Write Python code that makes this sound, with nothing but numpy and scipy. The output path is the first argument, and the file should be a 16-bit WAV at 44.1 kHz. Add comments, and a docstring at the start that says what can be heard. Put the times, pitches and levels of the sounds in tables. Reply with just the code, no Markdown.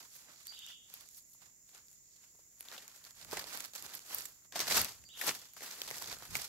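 """Dry leaf litter rustles and crunches from the start as a hand with a small knife digs a forest floor.
The litter is shaken, spiky noise in third-octave bands; leaves and twigs break as short ringing noise bursts.
Far off, resonant noise makes an insect chorus, mostly near 7 kHz, over the smooth noise of the forest hush.
A bird twice whistles a note and five upward sweeps, with echoes; low noise swells thud in the soil.
All of it reaches two microphones, partly alike and partly unrelated, that ring near 13 kHz."""
import sys
import numpy as np
from scipy import signal
from scipy.io import wavfile

SR = 44100
rng = np.random.default_rng(int(sys.argv[2]) if len(sys.argv) > 2 else 0)


def wav_record(signal):
    """Record a signal, one row per channel, as 16-bit PCM in the file named by sys.argv[1]."""
    frames = np.transpose(np.atleast_2d(signal))
    bounded = np.clip(frames, -1, 1)
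    # unit amplitude maps onto the largest positive 16-bit level
    quanta = np.round(bounded * 32767).astype(np.int16)
    wavfile.write(sys.argv[1], SR, quanta)


N = 285812   # samples

# how alike near litter sounds at the two microphones: (f/Hz, likeness from -1 to 1)
NEAR_LIKENESS = [(60, 0.15), (180, 0.796), (550, 0.769), (1650, 0.74), (4970, 0.05), (15000, 0.023)]
# balance of the two microphones: (f/Hz, left-right level/dB)
MICROPHONE_BALANCE = [(60, -2), (300, 1.5), (1500, 0), (5000, 0), (9000, 5), (15000, 5)]
FAR_PAN_DB = -3.5   # far sounds lean right


def amp(db):
    """Decibels to gain."""
    return 10 ** (np.asarray(db) / 20)


def rms_one(x):
    """Scale to rms 1."""
    return x / np.sqrt(np.mean(x ** 2) + 1e-20)


def at_hz(points, hz):
    """Read a (f/Hz, value) table on a log-frequency axis."""
    table_hz, values = np.transpose(points)
    return np.interp(np.log(hz), np.log(table_hz), values)


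def band(x, low_hz, high_hz):
    """Butterworth band-pass."""
    edges_hz = [low_hz, min(high_hz, .45 * SR)]
    return signal.sosfilt(signal.butter(2, edges_hz, "band", fs=SR, output="sos"), x)


def resonate(x, hz, width_hz):
    """Two-pole resonance with gain 1 on top."""
    r = np.exp(-np.pi * width_hz / SR)
    feedback = [1, -2 * r * np.cos(2 * np.pi * hz / SR), r * r]
    return signal.lfilter([(1 - r * r) / 2, 0, (r * r - 1) / 2], feedback, x)


def left_right(pan_db):
    """Gains of the two microphones for a left-right difference in dB."""
    return amp(np.array([pan_db, -pan_db]).reshape(2, -1) / 2)


def pair(mid, side, likeness, pan_db):
    """Left and right from a shared and an opposed part."""
    likeness = np.clip(likeness, -.95, .95)
    shared = np.sqrt(1 + likeness) * mid
    opposed = np.sqrt(1 - likeness) * side * np.array([[1], [-1]])
    return (shared + opposed) / np.sqrt(2) * left_right(pan_db)


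def swells(s, swell, fade, peak_db, steep=1):
    """Power of each event every millisecond: straight up and down in dB around its loudest moment."""
    t = np.arange(0, N / SR + .001, .001)[:, None] - s
    steps = np.where(t < 0, -t / np.abs(swell), t / np.abs(fade))   # of 20 dB, before steepening
    drop_db = 20 * np.minimum(steep * steps, 6)
    return amp(2 * (peak_db - drop_db))   # doubled dB: power


def per_sample(values):
    """From one value a millisecond to one a sample."""
    return np.interp(np.arange(N) / SR, np.arange(len(values)) / 1000, values)


def level_of(power):
    """Summed power of the events, in dB per sample."""
    return per_sample(10 * np.log10(power.sum(axis=1)))


def pushing():
    """Levels of soil, leaf bodies, blades and crisp edges, and the left-right dB weighted by blade power."""
    # pushes through the leaves: (loudest t/s, swell in s per 20 dB, fade in s per 20 dB, blade level/dB,
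    # body level above blades/dB, edge level above blades/dB, left-right level/dB);
    # signs of the times are ignored, and the steepness shortens them
    pushes = [(0.0, .05, 0.1482, -65.5, 3, 6.5, -6.5), (.16, 0.2254, 0.31, -68, -7.5, 11, -5.5),
              (.22, 0.24, 0.055, -68, -2, 9.5, -6), (.3, 0.2067, 0.1, -70.5, 8.5, 1.5, -7),
              (0.411, -0.19, 0.16, -67, -1, 5.5, -8), (.472, -0.04, 0.31, -67.5, -9.5, 9.5, -5),
              (0.521, 0.0519, .07, -65, 5.5, -5, -11), (.71, 0.3133, 0.0632, -63.5, 0, 3, -6),
              (.905, -0.07, -0.48, -70.5, -6, 5.5, -5.5), (.94, 0.0418, 0.122, -60, -6.5, 4.5, -5.5),
              (1.019, 0.24, 0.1078, -69.5, 4.5, 9, -8.5), (1.189, 0.19, .035, -64.5, -10.5, 12, -6.5),
              (1.335, 0.23, 0.11, -78, -16.5, 16.5, -4.5), (1.43, 0.08, 0.165, -75, 6.5, 8.5, -11.5),
              (1.69, -0.06, 0.15, -73, -6, 6, -5), (1.759, 0.0781, 0.11, -69, 7.5, 7.5, -5.5),
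              (1.94, 0.18, .09, -76.5, -5, 13.5, -5.5), (2.16, -0.43, 0.1, -74, -15, -2, -7),
              (2.24, 0.1256, 0.1272, -72, 0.5, 7.5, -6), (2.39, 0.13, 0.3, -79.5, 0, 13.5, -3),
              (2.6, 0.15, 0.91, -78.5, 1.5, 16.5, -2), (2.73, 0.1187, 0.2255, -60, 6.5, 4.5, -1.5),
              (2.96, 0.1971, 0.11, -67, 3, 6.5, -6), (3.069, 0.13, 0.11, -66, 5, 8, -4.5),
              (3.17, 0.05, -0.27, -65.5, 2.5, 8, -6), (3.225, 0.068, -0.05, -63.5, 4.5, 5, -5.5),
              (3.331, 0.0818, 0.143, -56.5, 7.5, 7.5, -4.5), (3.38, 0.1145, 0.214, -55, 7, 6, -4),
              (3.552, 0.13, 0.166, -54.5, 5.5, 8.5, -7.5), (3.655, 0.1533, 0.0539, -62, 2, 6, -7.5),
              (3.751, 0.0241, 0.35, -60.5, 0.5, 8, -6.5), (3.849, 0.0575, 0.0519, -56.5, 5, 8, -5),
              (3.91, 0.1227, 0.135, -61, 6, 5, -4), (3.976, 0.15, 0.02, -59.5, -1.5, 8, -6.5),
              (4.13, 0.0908, 0.1026, -51, 2.25, 8, -5), (4.19, 0.1555, 0.1709, -55.5, 3, 11, -6.5),
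              (4.455, 0.16, 0.03, -82, 9, 13, -9), (4.524, .003, 0.5047, -62, 4.5, 0.5, -0.24),
              (4.559, 0.01, 0.0591, -43, 2.5, 1.5, -0.3), (4.603, .015, 0.071, -42.5, 2.82, -1.5, -1.6),
              (4.683, 0.0612, 0.1207, -46, 2, 4, -2), (4.725, 0.0657, 0.0831, -42.5, 2.5, 6.5, -5),
              (4.772, 0.0643, 0.1361, -38, 4.5, 6, -2.5), (5.18, 0.0164, 0.2231, -59, -13, 11.5, 0.1),
              (5.25, 0.1021, 0.0446, -56, 8.5, 10.5, 0.27), (5.289, 0.0849, 0.0532, -39.5, 4, 6.5, -1),
              (5.345, 0.0484, 0.17, -58.5, 0, 7.5, -4), (5.435, 0.3548, -0.08, -66, -1, 4, -3.5),
              (5.567, 0, .07, -59, 1, 6.5, -2.5), (5.631, 0.0523, 0.23, -54, 4, 8, -2.5),
              (5.719, 0.1416, 0.27, -59.5, 2, 6.5, -3), (5.8, 0.1549, 0.04, -58, 1, 7, -3),
              (5.87, 0.305, 0.35, -59.5, 0.5, 3, -3), (5.95, 0.2455, 0.2743, -58, 3.5, 9, -3),
              (6.05, 0.25, 0.25, -58, 1, 8.5, -3), (6.121, 0.1282, 0.0638, -52, 4.5, 3.5, -3.5),
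              (6.231, 0.1061, 0.17, -63.5, 7, 10.5, -3.5), (6.356, .06, 0.1027, -51, 4.5, 8, -6.5),
              (6.429, 0.196, -0.11, -53, -0.5, 5.5, -5)]
    # how far soil and stems lie below the leaf bodies, less where the blade digs deep: (t/s, level/dB)
    soil_below = [(0, 5), (.3, 7), (.7, 14), (1.1, 3), (1.5, 11), (2.2, 9), (2.7, 8), (3.15, 11.5),
                  (3.35, 2), (3.6, 9.5), (4.0, 3.5), (4.4, 11), (4.6, 4.5), (4.8, 7), (5.2, 15.5),
                  (5.3, 2.5), (5.6, 8), (6.0, 4), (6.25, 7), (6.45, 8)]
    # slope factors of soil, bodies, blades and edges: heavy parts start later and stop sooner
    steepness = [1.162, 1.228, 1.061, 1.032]
    s, swell, fade, blades_db, bodies_db, edges_db, pan_db = np.transpose(pushes)
    soil_db = bodies_db - np.interp(s, *np.transpose(soil_below))
    above_blades = [soil_db, bodies_db, 0, edges_db]
    powers = [swells(s, swell, fade, blades_db + above_db, steep)
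              for above_db, steep in zip(above_blades, steepness)]
    blades = powers[2]
    pan = per_sample(blades @ pan_db / blades.sum(axis=1))
    return [level_of(power) for power in powers], pan


def cracks(per_s, spread_db):
    """Random needle clicks of uneven size and sign; rms 1."""
    sizes = amp(spread_db * np.minimum(rng.exponential(1, N), 4)) * rng.choice([-1, 1], N)
    return rms_one(sizes * (rng.random(N) < per_s / SR))


def shaking(per_s, spread_db, last_s):
    """Power of bursts that die away quickly after each crack; mean 1."""
    kicks = cracks(per_s, spread_db) ** 2 + 1e-9
    power = signal.lfilter([1], [1, -np.exp(-1 / (last_s * SR))], kicks)
    return power / power.mean()


def rustle():
    """Third-octave noise shaken by a dense bed, bursts shared by all or by a region, and bare clicks."""
    # f/Hz where the levels of soil, bodies, blades and edges apply
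    region_hz = [480, 1550, 5600, 12000]
    # colour of the litter: (f/Hz, third-octave level/dB added to the pushing)
    leaf_colour = [(150, -16.5), (300, -11), (600, -7), (1500, -5), (3300, -3), (4500, 3.5), (5600, 3.5),
                   (7500, 1), (9500, -8), (12500, -0.5), (15500, -11)]
    lag_s_per_db = 2e-5   # a source nearer the right microphone reaches the left one later
    levels, pan_db = pushing()
    wide = shaking(per_s=120., spread_db=4., last_s=0.00765)
    regions = [shaking(per_s=300., spread_db=4., last_s=0.00114) for _ in region_hz]
    white = rng.standard_normal((2, 2, N))   # neighbouring bands get unrelated noise
    shaken = [white * np.sqrt(0.25 + 0.381 * wide + 0.1734 * own) for own in regions]
    needles = cracks(per_s=190.0, spread_db=10.0) * rng.standard_normal((2, N))   # each lands elsewhere
    out, edges_hz = 0, 130 * 2 ** (np.arange(22) / 3)
    for k, (low, high) in enumerate(zip(edges_hz, edges_hz[1:])):
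        hz = np.sqrt(low * high)
        place = np.interp(np.log(hz), np.log(region_hz), range(4))
        below = min(int(place), 2)
        level_db = levels[below] + (place - below) * (levels[below + 1] - levels[below])
        source = shaken[int(round(place))][k % 2] + 0.4065 * needles
        mid, side = rms_one(band(source, low, high))
        both = pair(mid, side, at_hz(NEAR_LIKENESS, hz), at_hz(MICROPHONE_BALANCE, hz))
        out = out + amp(level_db + at_hz(leaf_colour, hz)) * both
    lag = np.round(pan_db * lag_s_per_db * SR)   # whole samples
    out[0] = np.interp(np.arange(N) + lag, np.arange(N), out[0])
    return out * left_right(pan_db)


def hush():
    """Smooth far noise of the forest, half an octave at a time."""
    # colour of the hush: (f/Hz, relative level per Hz/dB)
    air_colour = [(15, -39), (25, 1), (124, 5), (1090, -12), (1730, -12.5), (1980, 3), (3230, -40),
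                  (5270, -32.5), (7110, 8.5), (9330, -15), (13300, -2.5), (15200, -14), (16500, -33)]
    # how alike the hush is at the two microphones: (f/Hz, likeness from -1 to 1)
    far_likeness = [(60, 0.83), (240, 0.64), (950, -0.16), (3770, 0.36), (15000, -0.26)]
    out, edges_hz = 0, 22 * 2 ** (np.arange(20) / 2)
    white = rng.standard_normal((2, 2, N))   # neighbouring bands get unrelated noise
    for k, (low, high) in enumerate(zip(edges_hz, edges_hz[1:])):
        hz = np.sqrt(low * high)
        mid, side = band(white[k % 2], low, high)
        pan_db = at_hz(MICROPHONE_BALANCE, hz) + FAR_PAN_DB
        out = out + amp(at_hz(air_colour, hz)) * pair(mid, side, at_hz(far_likeness, hz), pan_db)
    return amp(-67.5) * rms_one(out)


def insects_and_microphone_ring():
    """Far singers blur into resonant noise, unrelated left and right; the microphones ring near 13 kHz."""
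    # resonances of the far noise: four of the insect chorus, and a wide microphone resonance near 13 kHz:
    # (f/Hz, width of each of two passes/Hz, level before panning/dB)
    resonances = [(6864, 332, -67), (7315, 433, -69), (5986, 1500, -74), (13000, 1800, -79.5),
                  (2024, 320, -87)]
    out = 0
    for hz, width_hz, level_db in resonances:
        once = resonate(rng.standard_normal((2, N)), hz, width_hz)
        out = out + amp(level_db) * rms_one(resonate(once, hz, width_hz))
    return out * left_right(FAR_PAN_DB)


def add_break(out, fade, s, peak_db, ring_hz, tilt_db, pan_db):
    """Noise under a fade, in three colours, plus one narrow ring: of the piece or, near 12.5-13 kHz and
    above, of the microphone."""
    # colours of a break: (low f/Hz, high f/Hz)
    colours = [(380, 1139), (1500, 8330), (10500, 13850)]
    low_db, mid_db, high_db = tilt_db / 2, 5, -tilt_db / 2
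    ring_db = max(low_db, mid_db, high_db) + 1.5
    noise = rng.standard_normal((2, len(fade))) * fade
    filtered = [band(noise, low, high) for low, high in colours]
    filtered.append(resonate(noise, ring_hz, ring_hz / 5.04))
    shares = [(low_db, 600), (mid_db, 3400), (high_db, 12400), (ring_db, ring_hz)]   # (dB, Hz of likeness)
    burst = 0
    for (share_db, hz), part in zip(shares, filtered):
        mid, side = rms_one(part)
        burst = burst + amp(share_db) * pair(mid, side, at_hz(NEAR_LIKENESS, hz), pan_db)
    at = round(s * SR)
    peak = np.abs(burst.mean(axis=0)).max()   # of the mean of both microphones
    out[:, at:at + len(fade)] += amp(peak_db) * burst / peak


def crunches():
    """Whole leaves crushed: each noise burst swells for a moment and crumbles away."""
    # (t/s, peak level/dB, narrow ring f/Hz, low above high share level/dB, left-right level/dB)
    crushed = [(.16, -45.5, 14300, -18.5, -0.5), (.684, -45.5, 5200, -17, -8.5), (.7, -48, 1815, -16.5, -5),
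               (1.169, -50, 13150, -31, -2), (1.746, -45.5, 6500, -4, -0.47),
               (2.159, -51.5, 6760, -10, -4.5), (2.234, -59, 2400, -4, -3), (2.347, -63, 447, 23, -1.13),
               (2.39, -59, 414, 15, -0.24), (2.723, -43, 1370, 0.7, -5), (2.778, -36, 3370, 1.2, -2),
               (2.959, -48, 7130, -3.5, 2.5), (3.212, -43.5, 4260, -8.5, -8),
               (3.224, -46.5, 4290, 1.98, -2.7), (3.329, -31, 399, 22, -2.53),
               (3.369, -29.5, 1860, 8, -2.3), (3.392, -33.5, 4840, -10.5, 2), (4.253, -34, 7400, -19, -5.5),
               (4.557, -30, 730, -12.5, -2.5), (4.608, -26.5, 5850, -23.5, -4.5),
               (4.679, -28, 4600, -10.5, -2.26), (4.71, -23.5, 2140, 12, -2),
               (4.72, -20.5, 4670, 0.9, 1.28), (4.768, -20.5, 11600, -4, 7), (5.212, -27.5, 1915, -18.5, 4),
               (5.266, -26.5, 11800, -18.5, 11.5), (5.277, -21, 6840, -9, -0.97),
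               (5.941, -36.5, 1990, -11, -1.4)]
    swell_s, t60_s = 0.00189, 0.0392
    out, t = np.zeros((2, N + 3000)), np.arange(3000) / SR
    fade = np.minimum(t / swell_s, 1) * amp(-60 * t / t60_s)
    for crunch in crushed:
        add_break(out, fade, *crunch)
    return out[:, :N]


def snaps():
    """Leaves and twigs snap: noise bursts crack sharply about 1 ms in and rattle faintly on."""
    # (t/s, peak level/dB, narrow ring f/Hz, low above high share level/dB, left-right level/dB)
    snapped = [(.469, -33, 7400, -19, -5), (.522, -49, 1000, -1.5, -5), (.59, -37.5, 7000, -21, 2.1),
               (.664, -38.5, 6500, -21, -4.5), (.939, -33, 12700, -17.5, -0.17),
               (.974, -46.5, 12600, -7.5, 0), (1.088, -42, 6780, -26.5, -6), (1.349, -57, 890, 8, -3.5),
               (1.457, -54, 6910, -14.5, -9.5), (1.146, -48, 6760, -34.5, -1.5),
               (1.692, -50, 7450, -5.5, 5), (1.778, -42.5, 7000, -15.5, -0.57),
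               (1.883, -51, 4780, -29.5, -3.5), (1.929, -49, 7110, -28, 0.5),
               (2.607, -31.5, 10900, -16.5, 1.5), (2.685, -33.5, 3760, -9, 0.5),
               (2.715, -37.5, 3860, 7, -3.36), (2.765, -41, 3500, -3.1, -2.2),
               (2.879, -37, 7140, -16, -0.5), (3.041, -41.5, 4230, -10.5, -10),
               (3.05, -38, 4200, -13.5, -3.6), (3.312, -35, 5000, -11.5, -1), (3.319, -34, 5070, -21, -3),
               (3.329, -35, 755, 5, -7), (3.441, -34, 4760, 12.5, -10.5), (3.496, -39, 4680, -15.5, -10.5),
               (3.552, -32, 12700, -4.5, -5), (3.604, -30.5, 6850, -10.5, -4.16),
               (3.657, -35, 13100, -12, -13), (3.735, -40, 6940, -8, -3), (3.76, -34.5, 7040, -21.5, -7),
               (3.824, -32, 7400, -13, -5), (3.863, -35, 7000, -3.32, -9.5),
               (3.942, -40.5, 12700, -23.5, -8), (3.951, -26.5, 13000, -35, -1.6),
               (3.992, -38, 6870, -2.5, -7), (4.062, -43, 7190, -29, -1), (4.146, -18.5, 12880, -27.5, -1),
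               (4.184, -29.5, 7800, -32, -3), (4.207, -30.5, 12600, -33.5, -13),
               (4.523, -35, 1666, 2.5, -3), (4.573, -31.5, 4670, 7, -1.5), (4.592, -23.5, 5710, -1, -2.3),
               (4.603, -20, 5870, -8, 1.5), (4.67, -27.5, 1960, -2.5, -1.3), (4.783, -23, 3300, -16.5, 1),
               (4.815, -18.5, 12830, -13.5, 8), (5.039, -46.5, 1990, -7, -4),
               (5.089, -44, 6520, -16.5, 3.14), (5.173, -38, 3180, -12.5, 2), (5.291, -20.5, 1880, 8, -1),
               (5.535, -42.5, 12500, -20.5, -0.6), (5.607, -39.5, 2030, 13.5, 1.5),
               (5.621, -35.5, 2000, 12, -3), (5.711, -31, 5700, -1, -3.5), (5.817, -24, 3300, -10, -3.5),
               (5.835, -38, 6880, -6.5, -5), (5.849, -39.5, 2060, 2.5, -0.7), (5.888, -31.5, 3370, 1, -1.5),
               (5.911, -29.5, 2070, 1.5, 0.2), (5.982, -30.5, 6020, -16.5, -10),
               (6.019, -33.5, 936, 2.5, -4), (6.042, -33.5, 3730, -4, -8.5), (6.059, -35, 6410, 2.32, -5.5),
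               (6.113, -36, 1510, -9, -17.5), (6.127, -34, 1030, 6, -5), (6.168, -42.5, 1320, 10.5, -7.5),
               (6.186, -40, 8000, -23, -9.5), (6.223, -37.5, 980, 14.5, -5.5), (6.308, -39.5, 7150, -5, -2),
               (6.348, -39, 7040, -6, 4), (6.3532, -19, 2210, -2, -3.5), (6.368, -26.5, 7600, -27, -8.5),
               (6.389, -33.5, 2090, -4, -4.5), (6.417, -29, 7570, -10, -8)]
    out, t = np.zeros((2, N + 3000)), np.arange(3000) / SR
    crack = amp(-60 * np.abs(t - .001) / 0.00211)   # 60 dB up or down in 2.11 ms
    rattle = amp(-11 - 60 * t / 0.0142) + amp(-25.5 - 60 * t / 0.048)
    for snap in snapped:
        add_break(out, crack + rattle, *snap)
    return out[:, :N]


def whistle(length_s, first_hz, last_hz):
    """A sine that rises fast and levels off, loudest early, with soft ends."""
    bend, fade_db, edge_s = 4.5, 13, 0.00224   # fade_db: loss over the note
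    u = np.arange(round(length_s * SR)) / (length_s * SR)
    hz = last_hz + (first_hz - last_hz) * (1 - u) ** bend
    ends = np.minimum(np.minimum(u, 1 - u) * length_s / edge_s, 1)
    return np.sin(2 * np.pi * np.cumsum(hz) / SR) * amp(-fade_db * u) * ends


def echoes(dry_song):
    """Near branches scatter densely at first; far trunks answer longer."""
    t = np.arange(SR) / SR
    trunks = amp(-60 * t / 0.712)   # t60 0.712 s
    branches = amp(6 - 60 * t / .12)
    onset = np.minimum(t / .01, 1) ** 2   # echoes build over 10 ms
    trees = rng.standard_normal((2, SR)) * (trunks + branches) * onset
    trees /= np.sqrt(np.sum(trees ** 2, axis=1, keepdims=True))
    return amp(5.5) * signal.fftconvolve(dry_song, trees, axes=1)[:, :N]


def bird():
    """Rising whistled notes, smeared by echoes off the trees."""
    # songs: (t/s, level/dB, left-right level/dB, opening note level/dB, opening note t/s after start)
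    songs = [(.479, -50, -3, 7.5, -.001), (5.045, -51.5, -5, -3, .005)]
    # opening note: (length/s, first f/Hz, last f/Hz)
    opening = (0.016, 4433, 4740)
    # five sweeps: (t/s after start, length/s, first f/Hz, last f/Hz, level relative to song/dB)
    sweeps = [(0.045, 0.049, 2637, 3849, -4.5), (0.092, 0.03852, 2580, 3744, -0.5),
              (0.139, 0.04152, 2619, 3727, 1.5), (.192, .04, 2600, 3550, 0),
              (0.238, 0.03464, 2594, 3431, -3)]
    out = np.zeros((2, N))
    for start, song_db, pan_db, opening_db, opening_s in songs:
        notes = [(opening_s, *opening, opening_db), *sweeps]
        for after, length_s, first_hz, last_hz, note_db in notes:
            note = whistle(length_s, first_hz, last_hz)
            at = round((start + after) * SR)
            out[:, at:at + len(note)] += amp(song_db + note_db) * left_right(pan_db) * note
    return out + echoes(out)


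def thuds():
    """Low lumpy noise pushes as hand and blade press the ground."""
    # (loudest t/s, swell in s per 20 dB, fade in s per 20 dB, level/dB)
    presses = [(3.33, 0.1631, 0.19, -64), (3.39, 0.3, 0.03, -60), (3.6, 0.37, 0.22, -74.5),
               (3.86, 0.17, 0.09, -69.5), (4.18, 0.07, 0.26, -67.5), (4.56, 0.17, 0.45, -69),
               (4.82, 0.1946, .06, -48.5), (5.03, 0.44, 0.1156, -67), (5.29, .06, 0.19, -65),
               (5.95, 0.22, 0.1, -65), (6.11, 0.11, 0.2, -58.5), (6.32, 0.0748, 0.1654, -53),
               (6.37, 0.13, 0.1, -63.5)]
    level_db = level_of(swells(*np.transpose(presses)))
    mid, side = rms_one(band(rng.standard_normal((2, N)), 38.6, 169))
    return amp(level_db) * pair(mid, side, .45, -3.5)


def scene():
    """Everything at the two microphones."""
    near = rustle() + crunches() + snaps() + thuds()
    far = hush() + insects_and_microphone_ring() + bird()
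    return near + far


def record(dry):
    """The top is cut steeply above 15.76 kHz."""
    return signal.sosfilt(signal.ellip(12, .3, 60, 15760, fs=SR, output="sos"), dry)


dry = scene()
out = record(dry)
wav_record(out)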